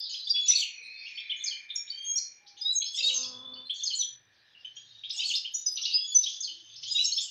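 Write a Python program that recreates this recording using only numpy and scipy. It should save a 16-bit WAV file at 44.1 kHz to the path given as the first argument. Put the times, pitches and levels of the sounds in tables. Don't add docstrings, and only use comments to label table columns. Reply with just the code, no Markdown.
import sys
import numpy as np
from scipy import signal
from scipy.io import wavfile
from scipy.ndimage import uniform_filter1d, minimum_filter1d

SR = 44100
rng = np.random.default_rng(int(sys.argv[2]) if len(sys.argv) > 2 else 0)


def materialize(psi):
    bounded = np.clip(np.atleast_2d(psi).T, -1, 1)
    quanta = np.round(bounded * 32767).astype(np.int16)
    wavfile.write(sys.argv[1], SR, quanta)


def rack_gain(trim_db):
    fader = np.asarray(trim_db, float)
    return 10 ** (fader / 20)


N = 321930


def evened(x):
    return x / np.sqrt(np.mean(x ** 2) + 1e-20)


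def read(points, hz):
    f, value = np.transpose(points)
    return np.interp(np.log(hz + 1), np.log(f + 1), value)


def add(mix, s, sound):
    part = mix[max(round(s * SR), 0):][:len(sound)]
    part += sound[:len(part)]


def tent(t, top_s, rise, fall):
    return np.minimum(rise * (t - top_s), fall * (top_s - t))


def resonate(x, hz, width):
    turn = np.exp(2j * np.pi * np.cumsum(hz * np.ones(len(x))) / SR)
    r = np.exp(-np.pi * width / SR)
    smooth = signal.lfilter([(1 - r) ** 2], [1, -2 * r, r * r], x / turn + 1e-18)
    return 2 * (turn * smooth).real


def noise(spectrum, patchy_db):
    hz = np.fft.rfftfreq(1024, 1 / SR)
    a, b, patches = rng.standard_normal((N // 256 + 5, 513, 3)).T
    patches = uniform_filter1d(uniform_filter1d(patches, 12, 0), 12, 1)
    level_db = read(spectrum, hz)[:, None] + patchy_db * evened(patches)
    z = (a + 1j * b) * rack_gain(level_db)
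    return evened(signal.istft(z, nperseg=1024, noverlap=768)[1][:N])


# pitch in Hz, level in dB per Hz.
AIR_SPECTRUM = [(25, -18.5), (110, -11), (1320, -15), (3400, -10.5), (6500, -23.5), (8000, -66)]


def still_air():
    return rack_gain(-71.5) * noise(AIR_SPECTRUM, patchy_db=1)


# pitch in Hz, level in dB per Hz.
FLOCK_SPECTRUM = [(1200, -32), (2000, -16), (3500, 14), (6000, 1.5), (7200, -12), (8200, -52),
                  (16000, -85)]
# time in seconds, level in dB.
FLOCK_LEVEL = [(0, -62), (.72, -83.5), (1.1, -56), (1.5, -65), (2.4, -90), (3.5, -70), (3.9, -74),
               (4.6, -65.5), (5.1, -59), (7.3, -55.5)]


def far_flock():
    level_db = np.interp(np.arange(N) / SR, *np.transpose(FLOCK_LEVEL))
    return rack_gain(level_db) * noise(FLOCK_SPECTRUM, patchy_db=4.5)


# peak time in seconds, peak level in dB.
MOTOR_LOADS = [(3.4, -70.5), (4.198, -75), (4.997, -71), (6.248, -82), (6.9, -69.5), (7.3, -83)]


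def motor():
    t = np.arange(N) / SR
    idle_db, load_db_per_s, unload_db_per_s = -97, 49, 59.5
    level = rack_gain(idle_db)
    for s, db in MOTOR_LOADS:
        level = level + rack_gain(db + tent(t, s, load_db_per_s, unload_db_per_s))
    return level * evened(resonate(rng.standard_normal(N), 114.7, 31))


# start in seconds, seconds held open, upper band in dB, lower band in dB.
VALVE_OPENINGS = [
    (0.552, 0.81, -47, -66),
    (3.9, 0.4, -77, -70.5),
]


def valve():
    t = np.arange(N) / SR
    open_db_per_s, close_db_per_s = 155, 20
    low_rise_db_per_s, low_lag_s, leak_db = 21, .15, -83.5
    upper, lower = 0, rack_gain(leak_db)
    for s, held, upper_db, lower_db in VALVE_OPENINGS:
        opening = tent(t, s, open_db_per_s, 0)
        closing = tent(t, s + held, 0, close_db_per_s)
        upper = upper + rack_gain(upper_db + np.minimum(opening, closing))
        lower = lower + rack_gain(lower_db + tent(t, s + held + low_lag_s, low_rise_db_per_s, close_db_per_s))
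    jet_hz, sag_hz, sag_s = 2503, 137.7, 0.68
    closed_s = sum(VALVE_OPENINGS[0][:2])
    upper_hz = jet_hz - sag_hz * np.clip((t - closed_s) / sag_s + 1, 0, 1)
    upper_hz += 60 * np.exp(-((t - 1.02) / .15) ** 2)
    jet = rng.standard_normal(N)
    hollow = resonate(jet, upper_hz, 115) + 0.4 * resonate(jet, 0.94 * upper_hz, 220)
    high_hiss = upper * evened(resonate(hollow, 2300, 1100))
    return high_hiss + lower * evened(resonate(jet, 1744, 310))


# start in seconds, length in seconds, first and last pitch in Hz, level in dB.
HINGE_WHINES = [
    (0, 0.038, 785, 800, -76.5),
    (0.767, 0.17, 468, 467, -79.5),
    (2.388, .32, 818, 812.5, -68),
    (5.148, 0.16, 815, 819, -73),
    (5.777, 0.083, 1334, 1243, -69.5),
    (6.484, 0.19, 329.8, 329, -74.5),
]


def hinge():
    out = np.zeros(N)
    for s, length, first_hz, last_hz, db in HINGE_WHINES:
        hz = np.linspace(first_hz, last_hz, round(length * SR))
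        tone = np.sin(2 * np.pi * np.cumsum(hz) / SR)
        tone += 0.68 * evened(resonate(rng.standard_normal(len(hz)), hz, 36))
        add(out, s, rack_gain(db) * tone * signal.windows.tukey(len(hz), .3))
    return out


# start in seconds, peak in dB, highest pitch in Hz.
PERCH_KNOCKS = [
    (0.344, -62, 830),
    (6.897, -66, 200),
]


def perch():
    out = np.zeros(N)
    t = np.arange(4000) / SR
    for s, db, top_hz in PERCH_KNOCKS:
        band = signal.butter(2, [70, top_hz], "band", fs=SR)
        burst = evened(signal.lfilter(*band, rng.standard_normal(4000)))
        add(out, s, rack_gain(db - 60 * t / 0.096) * burst * np.minimum(t / .003, 1))
    return out


# time in seconds, slips per second in Hz.
LEG_SLIPS = [(2.96, 262.8), (3.16, 257.2), (3.33, 251), (3.45, 258.2), (3.62, 255.3), (3.72, 272)]
# pitch in Hz, width in Hz.
CHAIR_RINGS = [
    (250, 114),
    (520, 306),
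    (1060, 390),
]
# time in seconds, level in dB.
RING_CATCHES = [
    (3.2, -58),
    (3.065, -56),
    (3.175, -57),
]
RING_TIRES = [6.5, 13, 13]


def chair():
    times, rates = np.transpose(LEG_SLIPS)
    t = np.arange(times[0], times[-1], 1 / SR)
    slip_hz = np.interp(t, times, rates)
    wobble = 0.29 * uniform_filter1d(rng.standard_normal(len(t)), 400)
    turns = np.cumsum(slip_hz * (1 + wobble)) / SR
    slips = evened(sum(np.cos(2 * np.pi * k * turns) for k in range(1, 7)))
    drive = slips + np.linspace(1.2, 3.5, len(t)) * rng.standard_normal(len(t))
    catch_db_per_s, lift_s, lift_db_per_s = 160, 3.615, 199
    lift_db = np.minimum(lift_db_per_s * (lift_s - t), 0)
    rings = np.zeros(len(t))
    for (catch_s, db), tire, ring in zip(RING_CATCHES, RING_TIRES, CHAIR_RINGS):
        level_db = db + tent(t, catch_s, catch_db_per_s, tire) + lift_db
        rings += rack_gain(level_db) * evened(resonate(drive, *ring))
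    return times[0], rings * signal.windows.tukey(len(t), .08)


OVERTONES = [-40, -42]


def note(length, first_hz, last_hz, db, breath):
    t = np.arange(0, 1.15 * length + 0.007, 1 / SR)
    now = breath[:len(t)]
    long_note = np.clip(length / .07 - 1, 0, 1)
    hz = first_hz + (last_hz - first_hz) * (1 - (1 - t / t[-1]) ** 1.2)
    far = np.clip((-46 - db) / 12, 0, 1) * (length > .07)
    drift = .009 * far * breath[np.arange(len(t)) // 8]
    turn = 2 * np.pi * np.cumsum(hz * (1 + drift)) / SR
    hoarse = 5.5 * np.clip(hz / 6890 - 1, 0, 1)
    turn += hoarse * breath[::-1][:len(t)]
    steep = abs(last_hz - first_hz) / length / 300000
    tone = np.sin(turn) * (1 + (0.01 + steep) * now)
    for k, overtone_db in enumerate(OVERTONES, 2):
        shrill_db = (k - 3.5) * 12 * min(length / 0.026, 1)
        if k * min(first_hz, last_hz) < SR / 3:
            tone += rack_gain(overtone_db + shrill_db) * np.sin(k * turn) * (.5 + 0.5 * now)
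    rise_s = 0.0032 + 0.34 * min(length, .05) + 0.078 * max(length - .05, 0)
    fall_s = 0.0036 + 0.14 * length + max(length - .07, 0) / 2
    ends = np.clip(np.minimum(t / rise_s, (t[-1] - t) / fall_s), 0, 1)
    tone *= 1 + .85 * long_note * np.sin(2 * np.pi * 23 * t + 2 * breath[0])
    tone *= 1 + 0.5 * long_note * np.sin(2 * np.pi * 9 * t + np.cumsum(now) / 60 + 3 * breath[99])
    swell_db = 3 * np.clip(length / .03 - 1, 0, 1) * (t / t[-1] - .5)
    return rack_gain(db + swell_db) * tone * np.sin(np.pi / 2 * ends) ** 2


# start and length in seconds, lowest and highest pitch in Hz, level in dB.
CROWDS = [(-.05, 0.57, 3516, 5044, -41), (0.448, 0.16, 2536, 8790, -43), (0.808, 0.47, 3590, 5670, -68),
          (2.926, 0.3, 2577, 7500, -43), (3.725, 0.22, 2980, 7380, -56.5), (5.124, 0.24, 2530, 8460, -46),
          (5.754, 0.17, 2595, 6520, -47), (6.195, 0.14, 2770, 6640, -50), (6.806, 0.47, 2810, 7640, -43)]


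def chatter(breath):
    out = np.zeros(N)
    for s, length, low_hz, high_hz, db in CROWDS:
        for when, pitch, glide, size in rng.random((60, 4)):
            hz = low_hz * (high_hz / low_hz) ** pitch
            last_hz = np.clip(hz * (.75 + .6 * glide), low_hz, high_hz)
            add(out, s + when * length, note(.007, hz, last_hz, db - 15 * size, breath))
    return out


# seconds from the phrase's beat, length in seconds, first and last pitch in Hz, level in dB.
TWITTER_NOTES = [(-.182, 0.009, 2412, 4275, -45.5), (-.058, 0.017, 5876, 7030, -47),
                 (-.029, 0.018, 3380, 3953, -34.5), (-.04, 0.013, 5150, 5720, -40),
                 (0, 0.0063, 2567, 2767, -36.5), (.021, 0.025, 4150, 4520, -33.5),
                 (.048, .028, 9270, 6100, -44), (.064, 0.0101, 4785, 4090, -36.5),
                 (.08, 0.022, 3680, 2622, -34)]
TUMBLE_NOTES = [(-.21, 0.0136, 2942, 3620, -30.5), (-.143, 0.007, 6350, 6600, -49),
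                (-.108, 0.0107, 3290, 3587, -39.5), (-.069, 0.0086, 5960, 6646, -30.5),
                (-.068, 0.0031, 6620, 8600, -71), (-.048, .014, 5450, 4650, -34),
                (-.032, 0.012, 4656, 4155, -30.5), (0, 0.017, 3374, 2912, -36.5)]
THREE_PIPE_NOTES = [
    (0, 0.021, 4914, 5010, -32.5),
    (.04, .067, 3669, 3978, -27.5),
    (.15, .03, 6570, 6330, -29),
]
TWO_PIPE_NOTES = [
    (-.036, 0.019, 6990, 6850, -41.5),
    (0, .028, 6026, 5874, -25),
]
# beat in seconds, level in dB, pitch factor, swell in dB per s.
TWITTER_TIMES = [(.533, -1, 0.98, 1.5), (3.004, -1, 1, -12), (5.215, -2.5, 1, 20)]
TUMBLE_TIMES = [(1.507, -4, 1.006, 2.5), (3.901, -2, 1.001, 5.5), (6.473, -7, .995, -14)]
THREE_PIPE_TIMES = [(2.611, -4.5, 1.005, 20.5), (2.987, -3.2, 0.98, -12), (6.908, -0.5, 1.005, -41)]
TWO_PIPE_TIMES = [(.481, 3, .994, 203.5), (3.988, -7, 1.008, -200)]
STRETCHES = [(1, 1.02, 1), (1.01, .98, 1.01), (.98, 1.05, 1.01), (.9, 1.1)]
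# start in seconds, length in seconds, first pitch in Hz, level in dB.
CHIP_NOTES = [(0, 0.008, 4760, -41.5), (0.129, .005, 4780, -40.5), (0.269, 0.009, 3350, -36.5),
              (0.504, .009, 4000, -38.5), (.462, .014, 2630, -49.5), (0.579, .005, 3475, -37),
              (.551, 0.012, 4250, -26.5), (0.583, 0.023, 3350, -44), (1.314, 0.0055, 2867, -33.5),
              (1.701, 0.006, 3464, -39.5), (1.754, 0.012, 6410, -39.5), (2.816, 0.008, 3893, -38),
              (2.843, .008, 3850, -45.5), (2.858, .01, 4190, -43.5), (2.853, 0.018, 4970, -43),
              (2.943, .006, 3230, -37.5), (2.949, .009, 4820, -47), (2.975, 0.0043, 2010, -52.5),
              (2.962, .012, 6820, -46.5), (3.653, 0.017, 3984, -50), (3.786, 0.012, 4020, -47),
              (3.933, 0.01, 4070, -32.5), (4.646, 0.0057, 2895, -41.5), (4.765, 0.0048, 3070, -46.5),
              (5.035, 0.0064, 3095, -41.5), (5.043, 0.013, 3484, -45), (5.105, 0.006, 4840, -38.5),
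              (5.336, 0.008, 3410, -32), (5.359, 0.0045, 4860, -31.5), (5.142, .006, 2700, -50),
              (5.171, .009, 3240, -44), (5.2, .008, 4600, -40), (5.16, .014, 6430, -48),
              (5.312, .006, 6050, -44.5), (5.78, .004, 2720, -42), (5.899, .006, 3600, -40.5),
              (7.141, .01, 4860, -41), (1.153, .007, 4270, -48), (3.534, .008, 4270, -48),
              (6.117, .007, 4250, -46), (1.424, .005, 3250, -46), (1.176, .005, 2500, -46),
              (1.69, .003, 3450, -50), (5.537, 0.021, 6415, -37.5), (5.856, .01, 2720, -38),
              (5.971, .009, 2675, -48.5), (5.936, .014, 2610, -45.5), (6.227, 0.016, 5250, -44),
              (6.237, 0.0055, 3600, -36), (7.041, .008, 4200, -43), (7.12, .009, 4095, -29.5),
              (7.163, .013, 5080, -31), (2.592, 0.041, 3390, -52)]
# start in seconds, first and last pitch in Hz, level in dB.
SLUR_NOTES = [(0.092, 3250, 2950, -47.5), (0.092, 6850, 6450, -50), (0.48, 6630, 6300, -41),
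              (0.493, 5410, 5240, -34), (.497, 1890, 2270, -48), (1.054, 3030, 3480, -56),
              (1.058, 2480, 2960, -45), (1.172, 2885, 3670, -41.5), (2.569, 6740, 5670, -61.5),
              (2.928, 9050, 6720, -51), (3.555, 2850, 3150, -53), (6.96, 3170, 3750, -37.5),
              (3.817, 3044, 3710, -43.5), (4.548, 2900, 2726, -51.5), (5.192, 2710, 3240, -37),
              (5.224, 2810, 3300, -40.5), (5.446, 2680, 3280, -38.5), (5.286, 6750, 6350, -44.5),
              (.113, 6330, 5950, -51.5), (5.811, 5540, 6250, -41), (5.831, 3170, 3650, -38.5),
              (5.92, 4200, 4800, -41.5), (6.983, 2464, 3050, -37.5), (7.033, 8080, 6980, -44),
              (7.04, 5050, 5690, -30), (7.175, 3110, 3730, -32), (7.197, 6140, 8000, -43.5),
              (.585, 8200, 7250, -62)]
# start in seconds, first and last pitch in Hz, level in dB.
WHIP_NOTES = [(.361, 2200, 3190, -43), (5.349, 3720, 4950, -34), (5.771, 3540, 4350, -36.5),
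              (5.91, 3460, 4330, -37.5), (.47, 8830, 6010, -49), (1.869, 2920, 4170, -56),
              (2.172, 7670, 4450, -39.5), (2.461, 2850, 6250, -57), (2.566, 2596, 4310, -55),
              (3.228, 3690, 5750, -40), (3.95, 6640, 8460, -44.5), (5.093, 6320, 4600, -49.5),
              (5.099, 3040, 4330, -39.5), (5.851, 3380, 5030, -32), (6.226, 6400, 3300, -44),
              (6.758, 4240, 5640, -49.5), (6.83, 2390, 4570, -46), (6.914, 5660, 8850, -47.5)]
# start in seconds, length in seconds, pitch in Hz, level in dB.
PIP_NOTES = [(0.19, 0.025, 4050, -44.5), (0.3, .011, 4740, -25.5), (1.758, 0.0056, 5550, -30.5),
             (1.9, 0.0074, 4555, -33.5), (1.943, 0.12, 6305, -71.5), (2.177, .014, 4300, -38),
             (2.724, 0.025, 7680, -44), (4.754, .008, 5780, -58.5), (4.644, .006, 6190, -67.5),
             (3.128, 0.0039, 7520, -42.5), (3.241, 0.006, 3394, -39), (3.752, 0.01, 4480, -50),
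             (4.754, 0.011, 6630, -55.5), (5.753, 0.007, 5920, -39), (5.544, 0.0087, 5895, -33.5),
             (5.661, 0.0087, 6027, -29), (5.821, 0.005, 5500, -37), (5.938, 0.023, 5005, -27.5),
             (5.938, .024, 4815, -31), (6.895, .02, 4850, -44), (7.202, .043, 7320, -51)]
# start in seconds, length in seconds, first and last pitch in Hz, level in dB.
WHISTLE_NOTES = [(.139, .011, 2700, 3650, -41), (0.292, 0.018, 5680, 5350, -41),
                 (0.42, 0.038, 6680, 6880, -53.5), (0.342, 0.068, 3389, 3400, -29.5),
                 (0.248, 0.029, 6370, 6700, -64.5), (1.002, 0.095, 4860, 5500, -73),
                 (0.83, 0.3, 4120, 4430, -59.5), (.95, .1, 4650, 4760, -65),
                 (1.92, 0.085, 3078, 3210, -49.5), (2.006, 0.12, 3191, 3293, -46.5),
                 (2.048, 0.091, 6410, 6560, -39), (2.808, 0.11, 3320, 3380, -46.5),
                 (3.247, 0.022, 4200, 5350, -44), (6.03, 0.06, 6610, 6770, -58.5),
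                 (6.508, .24, 3050, 3075, -71.5), (6.57, 0.21, 6270, 6280, -74),
                 (.64, 0.19, 5900, 5830, -67.5), (.68, 0.19, 4342, 4290, -64.5),
                 (5.49, 0.13, 3720, 3700, -62.5), (6.29, .14, 3430, 3540, -57.5),
                 (1.043, 0.15, 5300, 5440, -71), (2.155, .022, 5480, 5780, -30.5),
                 (3.262, .3, 3389, 3500, -55), (3.46, .23, 3490, 3540, -56), (3.997, .034, 4550, 3050, -39),
                 (4.87, 0.18, 3675, 3840, -63), (5.659, 0.027, 5170, 4934, -34.5),
                 (6.008, 0.12, 3350, 3407, -43.5), (6.074, 0.036, 6690, 6850, -43.5),
                 (6.147, 0.026, 6150, 6003, -21.5), (6.854, 0.033, 2860, 3600, -46.5),
                 (6.91, 0.044, 6250, 7180, -49.5)]


def songs():
    sung = [(TWITTER_NOTES, TWITTER_TIMES), (TUMBLE_NOTES, TUMBLE_TIMES),
            (THREE_PIPE_NOTES, THREE_PIPE_TIMES), (TWO_PIPE_NOTES, TWO_PIPE_TIMES)]
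    rows = []
    for (phrase, times), stretches in zip(sung, STRETCHES):
        for (beat, level_db, pitch, swell), stretch in zip(times, stretches):
            for s, length, a, b, db in phrase:
                note_db = db + level_db + swell * s
                rows.append((beat + stretch * s, stretch * length, pitch * a, pitch * b, note_db))
    rows += [(s, length, hz, 1.09 * hz, db) for s, length, hz, db in CHIP_NOTES]
    slur_hz_per_s, whip_hz_per_s = 44000, 250000
    rows += [(s, abs(b - a) / slur_hz_per_s, a, b, db) for s, a, b, db in SLUR_NOTES]
    rows += [(s, abs(b - a) / whip_hz_per_s, a, b, db) for s, a, b, db in WHIP_NOTES]
    rows += [(s, length, hz, hz, db) for s, length, hz, db in PIP_NOTES]
    return rows + WHISTLE_NOTES


# pitch in Hz, seconds to die by 60 dB.
WALL_RING = [(200, 0.082), (3000, 0.32), (6500, 0.36), (7800, .23), (11000, 0.25)]


def room(cages):
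    taps = np.zeros((3, SR))
    at = np.arange(120, SR - 20, 20) + rng.integers(0, 20, (3, (SR - 121) // 20))
    np.put_along_axis(taps, at, rng.choice([-1., 1.], at.shape), 1)
    hz, t, z = signal.stft(taps, SR, nperseg=256)
    dying = rack_gain(-60 * t / read(WALL_RING, hz)[:, None])
    tails = signal.istft(z * dying, SR, nperseg=256)[1]
    return signal.fftconvolve(cages, tails / np.linalg.norm(tails[0]), axes=1)[:, :N].sum(0)


# start in seconds, length in seconds, first
# and last pitch in Hz, level in dB.
FURTHER_NOTES = [(.294, .008, 5050, 4780, -38), (.39, .04, 6600, 6720, -60), (.83, .012, 3750, 4050, -58),
                 (.94, .06, 3600, 3600, -65), (1.172, .008, 5350, 5350, -57), (1.195, .09, 4000, 4000, -64),
                 (1.39, .008, 3900, 4200, -55), (1.699, .012, 3000, 3900, -45), (1.872, .01, 3600, 3950, -51),
                 (2.751, .01, 6430, 6620, -37), (3.137, .01, 6400, 6550, -36), (5.928, .009, 4500, 4850, -40),
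                 (5.955, .045, 3300, 3330, -53), (6.845, .006, 4100, 4400, -48),
                 (6.883, .006, 3400, 3700, -47), (6.957, .007, 5500, 6000, -47),
                 (7.054, .01, 6400, 6550, -42)]


def birds():
    breath = evened(resonate(rng.standard_normal(N + SR), 390, 480))
    breath = evened(uniform_filter1d(uniform_filter1d(breath, size=9), size=9))
    cages, direct = np.zeros((3, N)), np.zeros(N)
    for k, (s, *shape, db) in enumerate(sorted(songs()) + FURTHER_NOTES):
        sound = note(*shape, db, breath[round(s * SR):])
        s -= .12 * shape[0]
        add(cages[k % 3], s, rack_gain(-.2 * (db + 37.5)) * sound)
        add(direct, s, np.clip((db + 65.5) / 22, .3, 1) * sound)
    crowd = chatter(breath)
    cages[0] += crowd
    return direct + 0.5 * crowd + rack_gain(-1.5) * room(cages)


# pitch in Hz, gain in dB.
MICROPHONE_PATH = [(1200, -43), (2200, 7), (7000, 7), (8600, -7.5), (9100, -25.5), (9800, -2), (13300, 5),
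                   (16000, -37)]


def microphone(x):
    hz = np.fft.rfftfreq(1024, 1 / SR)
    path = signal.firwin2(513, hz, rack_gain(read(MICROPHONE_PATH, hz)), fs=SR)
    return signal.oaconvolve(x, path, "same")


def scene():
    house = still_air() + far_flock() + motor() + valve() + hinge() + perch()
    add(house, *chair())
    return np.array([house + microphone(birds())])


# start in seconds, length in seconds, gain in dB.
GATE_HUSHES = [
    (4.155, .175, -6),
    (1.66, .03, -4),
    (3.63, .025, -4),
]


def gate(x):
    t = np.arange(N) / SR
    highs = signal.sosfiltfilt(signal.butter(3, 2700, "high", fs=SR, output="sos"), x)
    hush_db = 0
    for s, length, db in GATE_HUSHES:
        hush_db = hush_db + db * np.clip(np.minimum(t - s, s + length - t) / .012, 0, 1)
    return x + highs * (rack_gain(hush_db) - 1)


# pitch in Hz, level in dB.
DROP_THRESHOLD = [(5500, -115), (7200, -94), (9000, -100), (15000, -102)]


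def thin_out(x):
    hz, _, z = signal.stft(x, SR, nperseg=1536)
    power = (abs(z[:768]) ** 2).reshape(64, 12, -1).mean(1)
    bands_db = 10 * np.log10(np.repeat(power, 12, 0) + 1e-20)
    loudest_db = -minimum_filter1d(-bands_db, size=61, axis=0)
    kept = (bands_db > read(DROP_THRESHOLD, hz[:768])[:, None]) & (bands_db > loudest_db - 36)
    return signal.istft(z * np.vstack([kept, kept[-1]]), SR, nperseg=1536)[1][:N]


# start in seconds, length in seconds, lowest
# and highest pitch in Hz, level in dB.
HIGH_BANDS = [(0.17, 0.042, 7650, 8300, -80), (0.14, 0.094, 11300, 12400, -79.5),
              (0.265, 0.075, 7650, 8800, -76), (0.457, 0.076, 10000, 13900, -66),
              (0.57, 0.089, 10100, 13550, -63.0), (0.825, 0.057, 8500, 8870, -74),
              (1.173, 0.025, 9800, 11400, -82.0), (1.421, 0.039, 7330, 8840, -63.5),
              (1.43, 0.086, 10000, 11300, -85), (1.742, 0.1, 10420, 10900, -71.5),
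              (1.955, 0.075, 9400, 10600, -85.5), (2.025, 0.16, 9800, 10700, -65.5),
              (2.146, 0.044, 10700, 11800, -76), (2.18, 0.02, 12500, 14500, -73.5),
              (2.6, 0.13, 10160, 12500, -76.5), (2.926, 0.26, 9800, 13000, -70.5),
              (3.65, 0.17, 8200, 8960, -76.5), (3.819, 0.11, 9700, 11300, -84),
              (3.967, 0.061, 9360, 11400, -63.5), (3.97, 0.1, 11500, 12800, -76.5),
              (5.15, 0.08, 9500, 12000, -73), (5.248, 0.13, 9800, 14500, -67),
              (5.521, 0.096, 11240, 12100, -72), (5.534, 0.076, 13900, 14200, -75),
              (5.65, 0.058, 10170, 11340, -66.5), (5.715, 0.049, 9830, 10860, -59),
              (5.712, 0.12, 11050, 12200, -73.5), (5.897, 0.072, 8300, 9000, -76.5),
              (6.078, 0.073, 9850, 11000, -68), (6.117, 0.13, 11330, 12940, -70.5),
              (6.388, 0.065, 7350, 8800, -78), (6.886, 0.097, 9100, 12000, -78),
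              (6.97, 0.14, 10600, 12300, -68.5), (7.022, 0.12, 12300, 13600, -78),
              (7.143, 0.13, 9700, 12100, -70.5), (7.144, 0.06, 8500, 8750, -72.5)]


def high_flicker(x):
    out = np.zeros(N)
    copied_hz, fill_db = 3300, -6
    for s, length, low_hz, high_hz, db in HIGH_BANDS:
        part = x[round(s * SR) - 700:round((s + length) * SR) + 200]
        lifted = part * np.cos(2 * np.pi * (low_hz - copied_hz) * np.arange(len(part)) / SR)
        both = [lifted, rng.standard_normal(len(part))]
        band_pass = signal.butter(4, [low_hz, high_hz], "band", fs=SR, output="sos")
        copy, fill = signal.sosfilt(band_pass, both)[:, 500:]
        band = evened(evened(copy) + rack_gain(fill_db) * evened(fill))
        add(out, s - .004, rack_gain(db) * band * signal.windows.tukey(len(band), 800 / len(band)))
    tick = np.diff(rng.standard_normal(91)) * np.hanning(90)
    add(out, 0, rack_gain(-48) * tick)
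    return out


def roll_off(x):
    return signal.sosfilt(signal.butter(12, 15570, fs=SR, output="sos"), x)


def record(dry):
    faint_hiss = rack_gain(-89) * rng.standard_normal(N)
    mix = thin_out(gate(dry[0])) + high_flicker(dry[0]) + faint_hiss
    return roll_off(mix[None])


dry = scene()
out = record(dry)
materialize(out)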